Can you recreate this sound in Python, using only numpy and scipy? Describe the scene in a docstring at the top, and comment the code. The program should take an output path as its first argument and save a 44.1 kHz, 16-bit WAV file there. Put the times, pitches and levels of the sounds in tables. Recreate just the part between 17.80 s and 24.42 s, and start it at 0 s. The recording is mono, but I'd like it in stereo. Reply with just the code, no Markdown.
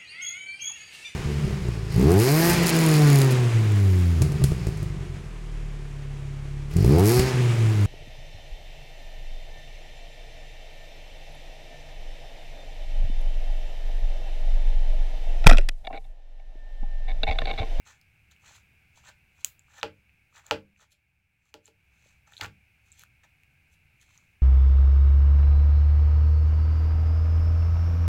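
"""On a wooden table in a small dry room, fingers press and pull slime in a plastic tub, left of a microphone.
Peeling skin crackles as dense random grains, which a hollow under the finger filters to sound wet.
Small bubbles tick as rising rings with a crack; a taut one snaps, and a short bright hiss dies away after it.
Trapped air pockets pop as single pulses that ring the tub's wall and thump tub and table as damped modes.
Decaying noise serves as the room's reflections; filtered noise gives a low rumble and a faint hiss."""
import sys
import numpy as np
from scipy import signal
from scipy.fft import rfft, irfft, next_fast_len
from scipy.io import wavfile
from scipy.ndimage import uniform_filter1d, minimum_filter1d

SR = 44100
rng = np.random.default_rng(int(sys.argv[2]) if len(sys.argv) > 2 else 0)


def digitize_waveform(pressure):
    """Quantize a signal to 16-bit integers and store it at the path in sys.argv[1].

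    Rows of a 2-D input are taken as channels; values are limited to [-1, 1].
    """
    field = np.atleast_2d(pressure).T
    bounded = np.clip(field, -1, 1)
    quanta = np.round(bounded * 32767).astype(np.int16)
    wavfile.write(sys.argv[1], SR, quanta)


N = 291929
TIME = np.arange(N) / SR

# Finger strokes. Each row: peak time in seconds, rise in seconds, fall in seconds,
# level in dB before filtering, wetness from 0 to 1.
FINGER_STROKES = [(0.075, 0.021, 0.077, -52, 0.76), (0.515, 0.0068, .011, -53.5, .4),
                  (0.676, 0.054, 0.098, -53.5, 0.64), (0.753, 0.017, 0.033, -52.5, 0.21),
                  (1.178, 0.033, 0.027, -57.5, 0.43), (1.292, 0.066, 0.011, -51.5, 0.83),
                  (1.61, 0.071, 0.041, -61.5, 0.25), (1.978, .085, .04, -54, .88),
                  (2.571, 0.041, 0.043, -53, 0.87), (2.666, 0.033, 0.065, -59.5, 0.94),
                  (3.02, 0.044, 0.036, -59.5, 0.64), (3.123, .022, .016, -62, 0),
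                  (3.669, 0.062, 0.074, -73.5, 0.27), (3.867, 0.027, 0.028, -59, 0.09),
                  (4.272, 0.15, .1, -64.5, 0.32), (4.473, .007, 0.019, -61, 1),
                  (4.537, 0.045, 0.014, -57.5, 0.74), (4.588, 0.035, 0.0049, -51, 0.18),
                  (4.636, 0.032, 0.015, -42.5, 1), (5.079, 0.041, 0.028, -69, 0.17),
                  (5.205, 0.097, 0.04, -57.5, 0.21), (5.437, 0.0035, 0.017, -55, 1),
                  (5.94, 0.044, 0.019, -65.5, 0), (6.22, 0.026, 0.026, -59, 0.17),
                  (6.319, 0.084, 0.18, -64.5, 0.31)]
# Spectrum of the peeling skin. Each row: frequency in Hz, level in dB.
PEEL_SPECTRUM = [(900, -37.5), (2000, -4), (3300, 1), (5000, -5), (7400, -2), (9000, -14.5), (13000, -28)]
# Resonance of the hollow under the finger. Each row: frequency in Hz before the pitch ratio, level in dB.
HOLLOW_SPECTRUM = [(300, -23.5), (560, -10.5), (820, 1.5), (1080, -4.5), (1450, 5), (2200, -3), (4000, -26)]
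# A hard press opens a deeper hollow. Each row: stroke level in dB, pitch ratio.
HOLLOW_PITCH_RATIOS = [(-51, 1.06), (-32, 0.78)]
# Spectrum of the crackle's treble. Each row: frequency in Hz, level in dB.
TREBLE_SPECTRUM = [(6000, -23.5), (9500, 4), (12000, 0.5), (15500, -12)]
# Bursting air pockets. Each row: start in seconds, pulse peak in dB, brightness in dB per octave,
# thump in dB, thump bandwidth in Hz.
POCKET_BURSTS = [(2.0310, -4, 0.5, -33, 600), (2.7110, 2, 1.3, -26.5, 800), (3.7414, -23.5, 6, -48.5, 800),
                 (3.8790, -36.5, 6, -60, 600), (4.6120, -13, 5.5, -25, 95), (4.6463, -16.5, -0.5, -37, 104),
                 (4.661, -26, 7.5, -28.5, 84)]
# Spectrum of a bursting pocket. Each row: frequency in Hz, level in dB before the brightness tilt.
BURST_SPECTRUM = [(60, -40.5), (250, -25.5), (480, -11.5), (600, -13.5), (850, 0.5), (1200, -3.5),
                  (1600, -1), (2100, -7), (2850, 1.5), (3700, -11), (4800, -11), (6300, -21), (8000, -26.5),
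                  (10000, -36.5), (15500, -40)]
# Modes of the tub's thin wall. Each row: frequency in Hz, level in dB re the pulse, t60 in seconds.
TUB_WALL_MODES = [(845, -17.5, 0.068), (1388, -28, 0.1), (1533, -32, 0.098), (1610, -35, 0.05),
                  (1673, -33, 0.082), (2050, -33.5, .1), (2480, -30.5, 0.051), (2644, -32.5, 0.045),
                  (3400, -39.5, .08)]
# Modes of tub and table top. Each row: frequency in Hz, level in dB re the push, t60 in seconds.
TUB_AND_TABLE_MODES = [(95, -8.5, 0.3), (148, -20.5, 0.36), (200.2, -17.5, 0.48), (308, -3.5, 0.22),
                       (448.6, 3.5, 0.18), (528, -12.5, 0.27), (591.5, 2.5, 0.16), (760, -9, 0.082),
                       (973, -12, 0.15)]
# Single small bubbles. Each row: crest time in seconds, ring in dB, ring pitch in Hz, crack in dB.
SINGLE_BUBBLES = [(0.214, -46, 4970, -39.5), (0.513, -43.5, 3600, -39.5), (0.5642, -44, 2580, -50),
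                  (1.794, -38.5, 7200, -39), (1.999, -37, 5700, -40), (2.014, -34, 3580, -64),
                  (2.295, -42.5, 2385, -58), (2.666, -32.5, 7000, -31.5), (2.963, -47, 2430, -63),
                  (3.8572, -37, 7230, -56), (4.523, -41, 1600, -40), (4.5364, -36, 3460, -53),
                  (4.5682, -29, 3770, -41), (4.5792, -29.5, 3970, -47), (5.119, -35, 7600, -48),
                  (5.125, -39, 7380, -42), (5.195, -45, 2210, -26), (5.2194, -62, 2830, -31),
                  (5.2365, -37, 1470, -29.5), (5.635, -43.5, 2398, -42.5), (6.377, -38.5, 6280, -43)]
# Spectrum of a bubble's cracking skin. Each row: frequency in Hz, level in dB.
CRACK_SPECTRUM = [(200, -42), (1300, -28), (2100, -11), (2900, 0), (4200, -1), (4900, -10), (6800, -2),
                  (9500, -8.5), (12000, -1.5), (15500, -10)]
# Runs of bubbles. Each row: start in seconds, length in seconds, bubbles per second,
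# ring in dB, ring pitch in Hz before scatter.
BUBBLE_RUNS = [(4.610, 0.006, 1100, -22.5, 2695), (4.621, 0.043, 200, -28, 1890)]
# Rings of the snapping bubble. Each row: frequency in Hz, level in dB re the snap, cycles to the crest.
SNAP_RING_MODES = [(2950, -11, 2), (7010, -0.5, 2.2), (14200, -9.5, 5)]
# Spectrum of the bright hiss that dies away after the snap. Each row: frequency in Hz, level in dB.
SNAP_HISS_SPECTRUM = [(400, -12.5), (1200, -5), (2700, 0), (5000, -4), (7000, -11.5), (10000, -3.5),
                      (15000, -0.5)]
# Shading of the right side by the microphone's body. Each row: frequency in Hz, gain in dB.
SHADE_SPECTRUM = [(200, -2.5), (800, -19.5), (1600, -6), (3000, -43), (7000, -22.5), (15000, -10.5)]
# Rumble of the background. Each row: frequency in Hz, density in dB per Hz before the level curve.
RUMBLE_SPECTRUM = [(20, -92), (45, -98.5), (65, -81), (100, -85), (160, -91), (260, -105), (500, -113),
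                   (1500, -130)]
# Hiss on each side. Each row: frequency in Hz, density in dB per Hz before the level curve.
HISS_SPECTRUM = [(40, -96.5), (100, -91), (200, -103), (400, -110), (1100, -114), (2400, -112),
                 (4000, -115), (8000, -117), (15500, -117.5)]
# Extra hiss on the left. Each row: frequency in Hz, density in dB per Hz before the level curve.
LEFT_HISS_SPECTRUM = [(450, -120), (780, -100), (1100, -110), (1600, -95), (1880, -102), (2200, -87),
                      (2620, -88.5), (3200, -107), (5000, -116), (9000, -130)]
# Background level, which sinks for a while. Each row: time in seconds, level in dB (only differences count).
BACKGROUND_LEVEL = [(0.0, -65.5), (0.33, -65.5), (0.79, -63.5), (2.7, -68), (3.25, -74.5), (3.8, -73.5),
                    (4.12, -66.5), (4.56, -66), (6.6, -65.5)]

DRY_BODY_DB, WET_BODY_DB = -14.5, 4.5  # a wet stroke rings the hollow under the finger,
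DRY_TREBLE_DB, WET_TREBLE_DB = -5.5, -33  # a dry one is bright
DRY_SPREAD, WET_SPREAD = 0.41, 0.07  # and its grains differ more in size (log units)
TUB_DB = -23.5  # the crackle faintly rings tub and table
SWELL_CYCLES, SWELL_HZ = 2.8, 3470  # a bubble of this pitch crests after so many cycles; higher ones take more
CRACK_DB = -7  # crack against ring, for bubbles in runs and under strokes
STRAY_PER_S, STRAY_DB, STRAY_HZ = 200, 5.5, 1505  # rate at full wetness, ring re the stroke, pitch before scatter
SNAP_S, SNAP_DB, SNAP_CRACK_DB = 1.6467, -3, 0  # the crack is relative to the snap
SNAP_HISS_DB, SNAP_HISS_T60_S = -39, 0.23
ROOM_T60_S, ROOM_TREBLE_T60_S, ROOM_DELAY_S = 0.15, 0.14, 0.007
EARLY_DB, EARLY_T60_S = 4, 0.016  # early scatter, re the tail
FLOOR_DB = -0.2  # the background at its loudest, against its spectra
TOP_HZ = 15800


def amp(db):
    """Level law: decibels to amplitude gain."""
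    return 10 ** (np.asarray(db) / 20)


def curve(points, freq):
    """Frequency response: gain interpolated in dB over log frequency."""
    hz, db = np.transpose(points)
    return amp(np.interp(np.log(freq + 1), np.log(hz), db))


def colour(x, points, keep_power=False):
    """Linear filtering: a product of spectra; optionally white input keeps its power."""
    size = next_fast_len(N, True)
    gain = curve(points, np.fft.rfftfreq(size, 1 / SR))
    if keep_power:
        gain = gain / np.sqrt(np.mean(gain ** 2))
    return irfft(rfft(x, size) * gain, size)[:N]


def click(points, size=512):
    """Minimum phase: the shortest causal pulse with the given spectrum, peak 1."""
    cepstrum = irfft(np.log(curve(points, np.fft.rfftfreq(size, 1 / SR))))
    # fold the cepstrum onto positive time
    cepstrum[1:size // 2] *= 2
    cepstrum[size // 2 + 1:] = 0
    pulse = irfft(np.exp(rfft(cepstrum)))
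    return pulse / np.abs(pulse).max()


def fade(t, t60):
    """Exponential damping: 60 dB down at t60."""
    return np.exp(-np.log(1000) * t / t60)


def add(track, s, sound):
    """Superposition: a sound joins a track from time s on."""
    i = int(round(s * SR))
    track[i:i + len(sound)] += sound[:N - i]


def crackle(grains_per_s=8000, flutter_db=3.0, edge=1.3):
    """Stick-slip and resonance: skin peels in tiny releases; the hollow under the finger makes them sound wet."""
    peel, body, treble = np.zeros((3, N))
    chance, size, flutter = rng.random(N), rng.standard_normal(N), rng.standard_normal(N)
    sign, treble_sign = rng.choice([-1, 1], (2, N))
    hold = SR // 200  # 5 ms in samples
    # random grains of unit mean power
    grains = sign * (chance < grains_per_s / SR) * np.sqrt(SR / grains_per_s)
    # the finger sticks and slips every few milliseconds
    slip = uniform_filter1d(flutter, hold) * np.sqrt(hold)
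    grains = grains * amp(flutter_db * slip)
    for s, rise, fall, db, wetness in FINGER_STROKES:
        body_db = np.interp(wetness, [0, 1], [DRY_BODY_DB, WET_BODY_DB])
        treble_db = np.interp(wetness, [0, 1], [DRY_TREBLE_DB, WET_TREBLE_DB])
        spread = np.interp(wetness, [0, 1], [DRY_SPREAD, WET_SPREAD])
        near = (TIME > s - 2 * rise) & (TIME < s + 2 * fall)
        t = TIME[near] - s
        press = np.exp(-2 * np.abs(t / np.where(t < 0, rise, fall)) ** edge)
        # log-normal sizes that keep the mean power
        grain_size = np.exp(spread * size[near] - spread ** 2)
        stroke = amp(db) * press * grains[near] * grain_size
        ratio = np.interp(db, *np.transpose(HOLLOW_PITCH_RATIOS))
        hollow = click([(hz * ratio, level) for hz, level in HOLLOW_SPECTRUM])
        hollow = hollow / np.linalg.norm(hollow)
        peel[near] += stroke
        treble[near] += amp(treble_db) * stroke * treble_sign[near]
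        add(body, TIME[near][0], amp(body_db) * np.convolve(stroke, hollow))
    skin = colour(peel, PEEL_SPECTRUM, True)
    bright = colour(treble, TREBLE_SPECTRUM, True)
    late_body = np.roll(body, hold)  # the hollow sounds 5 ms late
    return skin + late_body + bright + amp(TUB_DB) * tub(peel)


def tub(x):
    """Modal resonance: tub and table ring under a small push; white input keeps its power."""
    t = TIME[:SR // 2]
    ring = sum(amp(db) * fade(t, t60) * np.sin(2 * np.pi * hz * t) for hz, db, t60 in TUB_AND_TABLE_MODES)
    return signal.fftconvolve(x, ring / np.linalg.norm(ring))[:N]


def pops(swell_cycles=1.3, blur=0.39, blur_s=0.0083):
    """Impulse excitation: a burst's pressure pulse rings the tub's wall; its recoil thumps tub and table."""
    air, wood, t = np.zeros(N), np.zeros(N), TIME[:SR // 2]
    hold = int(blur_s * SR)
    wall = np.zeros(len(t))
    for hz, db, t60 in TUB_WALL_MODES:
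        wall += amp(db) * fade(t, t60) * np.sin(2 * np.pi * hz * t) * (1 - np.exp(-t * hz))
    for s, db, tilt_db, thump_db, thump_hz in POCKET_BURSTS:
        tilted = [(hz, level + tilt_db * np.log2(hz)) for hz, level in BURST_SPECTRUM]
        add(air, s, amp(db) * click(tilted))
        add(air, s, amp(db) * wall)
        for hz, mode_db, t60 in TUB_AND_TABLE_MODES:
            # the pressing fingers keep changing the load, which blurs each ring
            noise = rng.standard_normal((2, len(t)))
            waver = uniform_filter1d(noise, hold, mode="wrap") * np.sqrt(hold) * blur
            ring = (1 + waver[0]) * np.sin(2 * np.pi * hz * t) + waver[1] * np.cos(2 * np.pi * hz * t)
            # a soft push leaves the higher modes quiet
            push = amp(thump_db + mode_db) / np.hypot(1, (hz / thump_hz) ** 2)
            build_up = 1 - np.exp(-t * hz / swell_cycles)
            add(wood, s, push * ring * fade(t, t60) * build_up)
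    return air, wood


def ticks():
    """Bubble resonance: each small bubble swells into a short rising ring, and its skin cracks at the crest."""
    out, crack = np.zeros(N), click(CRACK_SPECTRUM)
    for s, db, hz, crack_db in SINGLE_BUBBLES + squelch() + strays():
        cycles = SWELL_CYCLES * np.sqrt(hz / SWELL_HZ)
        add(out, s - cycles / hz, amp(db) * bubble(hz, cycles))
        add(out, s, amp(crack_db) * crack)
    return out


def bubble(hz, cycles, glide=0.06):
    """Rising resonance: a ring swells to its crest in so many cycles, where its pitch passes hz."""
    t = TIME[:SR // 20]
    u = t * hz / cycles  # 1 at the crest
    swell = (u * np.exp(1 - u)) ** 3
    return swell * np.sin(2 * np.pi * hz * t * (1 + glide * (u / 2 - 1)))


def squelch(scatter_db=0.0, scatter_octaves=0.41):
    """Escape of squeezed air: an uneven run of bubbles, as rows of (s, ring dB, ring Hz, crack dB)."""
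    rows = []
    for s, length, per_s, db, hz in BUBBLE_RUNS:
        chance = rng.standard_normal(size=(64, 3))
        for k, (late, loud, high) in enumerate(chance[:int(length * per_s)]):
            when = s + (k + (1 + np.tanh(late)) / 2) / per_s
            ring_db = db + scatter_db * loud
            rows.append((when, ring_db, hz * 2 ** (scatter_octaves * high), ring_db + CRACK_DB))
    return rows


def strays(scatter_db=2.5, scatter_octaves=0.55):
    """Random rupture: a wet stroke breaks tiny bubbles, as rows of (s, ring dB, ring Hz, crack dB)."""
    rows = []
    for s, rise, fall, db, wetness in FINGER_STROKES:
        chance = rng.standard_normal(size=(64, 3))
        for late, loud, high in chance[:int(STRAY_PER_S * wetness * (rise + fall))]:
            when = s + late / 2 * (rise if late < 0 else fall)
            ring_db = db + STRAY_DB + scatter_db * (loud - abs(late))
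            rows.append((when, ring_db, STRAY_HZ * 2 ** (scatter_octaves * high), ring_db + CRACK_DB))
    return rows


def snap():
    """Release of tension: a taut bubble gives a hard crack and a few high rings; a short bright hiss dies away
    after it."""
    out, hiss, t = np.zeros(N), np.zeros(N), TIME[:SR // 4]
    add(out, SNAP_S, amp(SNAP_DB + SNAP_CRACK_DB) * click(CRACK_SPECTRUM))
    for hz, db, cycles in SNAP_RING_MODES:
        add(out, SNAP_S - cycles / hz, amp(SNAP_DB + db) * bubble(hz, cycles))
    add(hiss, SNAP_S, amp(SNAP_HISS_DB) * fade(t, SNAP_HISS_T60_S) * rng.standard_normal(len(t)))
    return out + colour(hiss, SNAP_HISS_SPECTRUM, True)


def room(x, split_hz=3000):
    """Reverberation: table top and hand scatter sound first, then the walls, where treble dies sooner."""
    t, (noise, scatter) = TIME[:SR // 2], rng.standard_normal((2, SR // 2))
    low = signal.sosfilt(signal.butter(2, split_hz, fs=SR, output="sos"), noise)
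    high = signal.sosfilt(signal.butter(2, split_hz, "high", fs=SR, output="sos"), noise)
    # second-order bands meet in opposite phase, hence the minus
    tail = low * fade(t, ROOM_T60_S) - high * fade(t, ROOM_TREBLE_T60_S)
    walls = np.roll(tail, int(ROOM_DELAY_S * SR)) / np.linalg.norm(tail)
    early = scatter * fade(t, EARLY_T60_S)
    response = walls + amp(EARLY_DB) * early / np.linalg.norm(early)
    return signal.fftconvolve(x, response)[:N]


def background():
    """Filtered noise: rumble common to both sides, thin hiss on each, and extra hiss in narrow bands on the left."""
    rumble, left, right, band = rng.standard_normal((4, N)) * np.sqrt(SR / 2)  # unit power per Hz
    left_hiss = colour(left, HISS_SPECTRUM) + colour(band, LEFT_HISS_SPECTRUM)
    hiss = np.array([left_hiss, colour(right, HISS_SPECTRUM)])
    s, db = np.transpose(BACKGROUND_LEVEL)
    level = amp(FLOOR_DB + np.interp(TIME, s, db - db.max()))
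    return (colour(rumble, RUMBLE_SPECTRUM) + hiss) * level


def scene(pop_room_db=-12, tick_room_db=-15, snap_room_db=-20, crackle_room_db=-7,
          right_room_db=-1, right_wood_db=-2.0, shade_share=0.16):
    """Acoustic shading: airborne sound favours the left, while the table's thump reaches both sides."""
    (air, wood), tick, crack, peel = pops(), ticks(), snap(), crackle()
    direct = air + tick + crack + peel
    lag = 6  # samples by which the right side hears later
    spill = amp(pop_room_db) * air + amp(tick_room_db) * tick
    spill = spill + amp(snap_room_db) * crack + amp(crackle_room_db) * peel
    # reflections come from all round, so the right side is only partly shaded from them
    shaded = colour(spill, [(hz, shade_share * db) for hz, db in SHADE_SPECTRUM])
    left = direct + wood + room(spill)
    right_direct = colour(direct, SHADE_SPECTRUM) + amp(right_wood_db) * wood
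    right = np.roll(right_direct, lag) + amp(right_room_db) * room(shaded)
    return np.array([left, right]) + background()


def record(dry, limit_db=1.0, limiter_s=0.001):
    """Peak limiting and band limiting: the gain ducks for the highest crests; a low-pass cuts the top."""
    hold = int(limiter_s * SR) + 1
    gain = np.minimum(1, amp(limit_db) / (np.abs(dry).max(axis=0) + 1e-9))
    smooth_gain = uniform_filter1d(minimum_filter1d(gain, hold), hold)
    low_pass = signal.ellip(8, .2, 70, TOP_HZ, fs=SR, output="sos")
    return signal.sosfilt(low_pass, dry * smooth_gain)


dry = scene()
out = record(dry)
digitize_waveform(out)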